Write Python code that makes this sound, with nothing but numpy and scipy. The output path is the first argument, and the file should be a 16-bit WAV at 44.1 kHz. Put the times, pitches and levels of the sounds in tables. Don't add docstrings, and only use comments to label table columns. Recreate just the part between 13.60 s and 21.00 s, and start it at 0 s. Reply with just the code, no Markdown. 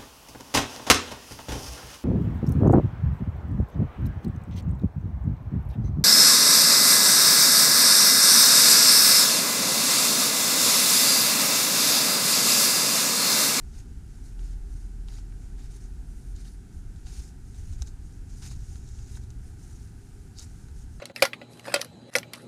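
import sys
import numpy as np
from scipy import signal
from scipy.fft import rfft, irfft, next_fast_len
from scipy.io import wavfile
from scipy.ndimage import uniform_filter1d, map_coordinates

SR = 44100
rng = np.random.default_rng(int(sys.argv[2]) if len(sys.argv) > 2 else 0)


def transcribe(u):
    v = np.clip(np.atleast_2d(u).T, -1, 1)
    q = np.round(v * 32767).astype(np.int16)
    wavfile.write(sys.argv[1], SR, q)


def volts(x):
    e = np.asarray(x, float) / 20
    return 10 ** e


N = 326340


def unit(x):
    return x / np.sqrt(np.mean(x ** 2) + 1e-20)


def curves(rows, outside=None):
    s, *columns = np.transpose(rows)
    return [np.interp(np.arange(N) / SR, s, column, outside, outside) for column in columns]


def wobble(rate_hz):
    knots = rng.standard_normal(int(N * rate_hz / SR) + 4)
    return map_coordinates(knots, [np.arange(N) * rate_hz / SR])


def coloured(x, points, lo_hz=0, hi_hz=SR):
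    m = next_fast_len(N + 8192)
    hz = np.fft.rfftfreq(m, 1 / SR)
    f, db = np.transpose(points)
    gain = volts(np.interp(np.log(hz + 1), np.log(f + 1), db, -120, -120))
    band = 1 / np.sqrt((1 + (lo_hz / (hz + 1e-3)) ** 8) * (1 + (hz / hi_hz) ** 8))
    return irfft(rfft(x, m) * gain * band, m)[:N]


# (frequency [Hz], level per Hz [dB])
CITY_COLOUR = [(280, -26), (480, 2.5), (563, -8.5), (740, 2.5), (945, -1.5), (1090, -11.5), (1190, -4.5),
               (1520, 0.5), (1840, -6), (3360, -11.5), (6820, -7), (10700, -11), (11600, -18.5),
               (13400, -18.5), (15100, -27)]
# (frequency [Hz], level [dB])
WHINE = [(11000, -86), (11050, -87), (12950, -97), (13000, -95)]


def city():
    t = np.arange(N) / SR
    level_db = -63.38 + 0.4 * wobble(3)
    out = volts(level_db) * unit(coloured(rng.standard_normal(N), CITY_COLOUR))
    for hz, db in WHINE:
        flutter_db = 1.5 + 1.8 * wobble(3.4) + 4 * wobble(45)
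        out += volts(db + flutter_db) * np.sin(2 * np.pi * hz * t)
    return out


# (time [s], strength [dB])
TRAFFIC = [(0.0, -42), (0.45, -44.5), (1.0, -44), (1.9, -45.5), (2.7, -43), (3.05, -48), (3.3, -40.5),
           (3.75, -46), (4.15, -39.5), (4.5, -44.5), (5.1, -40), (5.9, -42.5), (6.3, -46.5), (6.9, -43.5),
           (7.2, -44.5), (7.4, -39.5)]
# (frequency [Hz], level per Hz [dB])
RUMBLE_COLOUR = [(8.8, -39), (15, -4), (75, 0), (103, -3), (129, -6.5), (279, -15), (340, -20),
                 (401, -18.5), (560, -53), (730, -48), (1230, -120)]
# (time [s], pitch [Hz], level [dB])
IDLE = [
    (0.5, 39.71, -46.5),
    (0.75, 39.96, -35.5),
    (1.37, 41.2, -35.5),
    (1.78, 41.09, -39),
    (1.87, 43.1, -45),
    (1.99, 43.09, -37.5),
    (2.62, 44.08, -45),
    (2.75, 44.06, -38.5),
    (3.03, 43.57, -41),
]
# (time [s], pitch [Hz], level [dB])
SLOWING = [
    (4.85, 124.8, -49.5),
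    (4.97, 123.7, -45),
    (5.1, 122.3, -59),
    (5.3, 119.2, -51),
    (5.7, 113.3, -47.5),
    (6.0, 111.4, -55),
    (6.26, 106.4, -49.5),
    (6.45, 103.7, -54),
]


def traffic():
    strength_db, = curves(TRAFFIC)

    def rumble(lo_hz, hi_hz):
        return unit(coloured(rng.standard_normal(N), RUMBLE_COLOUR, lo_hz, hi_hz))

    recede_db = -0.5 * np.arange(N) / SR
    out = volts(strength_db + 3.5 + recede_db) * rumble(0, 57.7)
    out += volts(strength_db - 3) * rumble(55.3, 136)
    out += volts(-52.5) * rumble(128, SR)
    for note in (IDLE, SLOWING):
        hz = curves(note)[0]
        level = uniform_filter1d(volts(curves(note, outside=-120)[1]), SR // 12)
        out += np.sqrt(2) * level * np.sin(2 * np.pi * np.cumsum(hz) / SR)
    return out


# (time [s], peak level [dB], pitch [Hz])
THUDS = [
    (1.078, -32, 54.3),
    (3.17, -32, 72),
    (3.593, -27, 54),
    (3.992, -30.5, 78),
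    (4.114, -26, 70.6),
    (4.219, -25, 62.5),
    (4.994, -28.5, 57),
    (6.034, -37.5, 76),
    (6.201, -40, 68.4),
    (6.865, -37.5, 92),
]


def thuds():
    out = np.zeros(N + SR)
    t = np.arange(-SR // 20, SR // 10) / SR
    swell = np.exp(-(t / np.where(t < 0, 0.012, 0.02)) ** 2)
    for s, db, hz in THUDS:
        push = volts(db) * swell * np.cos(2 * np.pi * hz * t)
        out[round(s * SR) - SR // 20:][:len(t)] += push
    return out[:N]


# (time [s], peak level [dB], ring [Hz],
# low part against the peak [dB])
SNAPS = [(0.793, -45.5, 3200, -11), (1.4855, -37.5, 4100, -13.5), (1.585, -45, 4500, -7),
         (1.724, -54, 2550, -4), (1.994, -51, 6900, -10), (2.11, -49, 8100, -13), (2.7634, -42, 7100, -18),
         (2.854, -49, 4000, -7), (3.3615, -46, 4000, -18), (3.4674, -51, 5300, -3),
         (3.9465, -45, 6100, -19), (4.1271, -41, 7700, -22), (4.135, -41, 6600, -22),
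         (4.198, -49, 7100, -15), (4.2215, -22.5, 6100, -22.5), (4.2646, -51, 6300, -15),
         (4.2738, -34.5, 6660, -25), (4.279, -45, 3880, -14), (4.8237, -44, 6100, -11),
         (4.914, -40.5, 7100, -12), (5.157, -43, 6360, -13), (5.2889, -42, 6500, -23),
         (5.389, -43.5, 3830, -11), (5.4622, -44, 6400, -21), (5.5552, -42.5, 3900, -20),
         (5.5724, -41.5, 6940, -10), (5.6379, -43, 6800, -25), (5.7042, -36.5, 6240, -20),
         (5.8567, -55, 4990, -20), (7.085, -46, 6800, -13),
         (6.7575, -53, 5940, -14),
    (6.7872, -27, 5240, -36),
    (6.7944, -27, 6600, -38),
    (6.7968, -30, 6660, -27),
    (6.8056, -40, 4040, -24),
    (6.8157, -38, 6900, -23),
    (6.825, -37, 6500, -30),
]
# (frequency [Hz], level [dB])
TWIG_COLOUR = [(2500, -13), (3300, -27), (3750, 5.5), (4700, -4), (6000, 0), (7500, -1.5), (9500, -17),
               (12000, -12), (15500, -36)]
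BRANCH_COLOUR = [(500, -13), (750, -3), (1080, -11), (1500, -0.5), (2000, -13), (3300, -11), (3800, -24)]


def snaps():
    splinter_t60_s, ring_t60_s, knock_t60_s = 0.037, 0.0028, 0.27
    lead = SR // 100
    t = np.arange(-lead, SR // 8) / SR
    after = np.maximum(t, 0)
    lead_in = 0.5 * np.exp(np.minimum(t, 0) / 0.001)
    shape = np.where(t < 0, lead_in, volts(-60 * after / splinter_t60_s))
    ring_shape = volts(-60 * after / ring_t60_s) * (1 - np.exp(-after / 0.00007))
    rings, splinters, knocks = np.zeros((3, N + SR))
    for s, db, hz, low_db in SNAPS:
        luck = rng.standard_normal((2, len(t)))
        bits = shape * luck[0] * volts(3.6 * np.clip(luck[1], -2, 2))
        splinter_db = -59 + 0.91 * (db + 42.5)
        knock = bits * volts(-60 * after / knock_t60_s) + 4 * (t == 0)
        start = round(s * SR) - lead - 2
        rings[start:][:len(t)] += volts(db + 1) * np.sin(2 * np.pi * hz * after) * ring_shape
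        splinters[start:][:len(t)] += volts(splinter_db) * bits
        knocks[start:][:len(t)] += volts(db + low_db) * knock
    out = rings[:N] + volts(4.5) * coloured(splinters[:N], TWIG_COLOUR)
    return out + volts(13.5) * coloured(knocks[:N], BRANCH_COLOUR)


def grains(spread_db, clump_db):
    rank = np.minimum(rng.exponential(size=N), 4)
    return unit(volts(spread_db * rank + clump_db * wobble(90)) * rng.standard_normal(N))


def patchy(x, depth_db):
    z = signal.stft(x, nperseg=256)[2]
    field = uniform_filter1d(rng.standard_normal(z.shape), size=4, axis=0)
    field = uniform_filter1d(field, size=7, axis=1)
    return unit(signal.istft(z * volts(depth_db * unit(field)), nperseg=256)[1][:N])


# (start [s], press [s], crunch [dB],
# then against the crunch: coarse crust [dB], frozen leaves [dB])
STEPS = [(0.14, 0.068, -61, -5.5, -6.5), (0.795, .135, -65, -4.5, -5), (1.484, 0.11, -62.5, -3.5, -2),
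         (1.99, 0.071, -65, -2.5, -2.5), (2.11, 0.056, -61, -9.5, -8.5), (2.21, 0.04, -63, -11, -9),
         (2.762, 0.052, -63.5, -6, -2), (2.85, 0.034, -62.5, -5, -2.5), (3.467, .13, -58, -5.5, -3.5),
         (3.945, 0.17, -65, -5, -7.5), (4.125, 0.011, -58, -10, -10), (4.19, 0.031, -61, -8, -10),
         (4.27, 0.0071, -56.5, -19, -5), (4.825, 0.057, -53.5, -4.5, -3.5), (4.913, 0.0099, -53, -7, -5),
         (5.48, 0.092, -58.5, -7.5, -9.5), (5.624, 0.015, -65, -12, -8), (6.762, .02, -65, -10, 5),
         (6.783, .02, -54.5, -14, -3), (6.815, 0.019, -55, -10, -6)]
# (start [s], length [s], crunch [dB], powder against it [dB])
DRAGS = [(0.0, 0.2, -73, -5), (0.24, 0.15, -80, -10), (0.46, 0.18, -69, -6), (0.6, 0.15, -66, -4),
         (1.028, .31, -67.5, -4), (1.764, 0.16, -69, -6), (2.41, 0.39, -71.5, 1.5), (2.786, 0.21, -70.5, 1),
         (3.11, 0.11, -70, -2), (3.256, 0.48, -71, -10), (3.5, 0.1, -63, -4.5), (3.574, 0.15, -60.5, -5.5),
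         (3.818, 0.23, -68, -5), (4.38, 0.26, -70.5, -9), (4.657, 0.15, -63.5, -10),
         (4.734, 0.18, -61.5, -3), (4.92, 0.35, -62, -6.5), (5.174, 0.36, -62, -13), (5.803, 0.16, -69, -4),
         (5.957, 0.23, -64, -4.5), (6.102, .22, -66.5, -4), (6.32, .42, -73, -2), (6.82, 0.28, -68.5, -5),
         (7.135, 0.13, -65, -4.5), (7.287, .16, -70, -4)]


def pressure():
    land_s, settle_s, lift_db_per_s = 0.017, 0.051, 391
    t = np.arange(N) / SR
    power = np.zeros((4, N))
    for s, press, db, crust_db, leaves_db in STEPS:
        lift_db = -lift_db_per_s * np.maximum(t - s - press, 0)
        shape = np.clip((t - s) / land_s + 1, 0, 1) * volts(lift_db)
        early_db = -2.5 * np.clip(1 - (t - s) / settle_s, 0, 1)
        powder_db = -5 + 2 * early_db + 0.3 * lift_db
        balance_db = np.array([early_db, 0 * t + crust_db, 0 * t + leaves_db, powder_db])
        power += (volts(db + balance_db) * shape) ** 2
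    for s, length, db, powder_db in DRAGS:
        edge_s = 0.29 * length
        shape = np.clip(np.minimum(t - s, s + length - t) / edge_s, 0, 1)
        balance_db = np.array([[0], [-10], [-8.5], [powder_db]])
        power += (volts(db + balance_db) * shape) ** 2
    return np.sqrt(power)


# (frequency [Hz], level [dB])
SNOW_COLOUR = [(4900, -20), (5800, -6.5), (6700, -4), (7900, -10), (9000, -19)]
CRUST_COLOUR = [(550, -40), (750, 10), (1080, -0.5), (1500, 5.5), (2500, 5.5), (3400, 3.5), (3800, 2.5)]
LEAVES_COLOUR = [(3300, -39), (3750, -7.5), (4500, -3.5), (5300, -5.5), (6200, -36)]
POWDER_COLOUR = [(7400, -49), (8500, 1), (9600, 3.5), (10800, -5), (11500, -7), (15000, -14), (16000, -35)]


def tread():
    breaks = patchy(grains(spread_db=4.3, clump_db=1.1), depth_db=1.8)
    colours = (SNOW_COLOUR, CRUST_COLOUR, LEAVES_COLOUR, POWDER_COLOUR)
    return sum(level * unit(coloured(breaks, colour)) for colour, level in zip(colours, pressure()))


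def scene():
    return (city() + traffic() + thuds() + snaps() + tread())[None]


def band_limit(x):
    return signal.sosfilt(signal.butter(12, 15220, fs=SR, output="sos"), x)


def record(dry):
    ease = np.minimum(1, np.arange(N, 0, -1) / (SR / 200))
    return band_limit(dry * ease)


dry = scene()
out = record(dry)
transcribe(out)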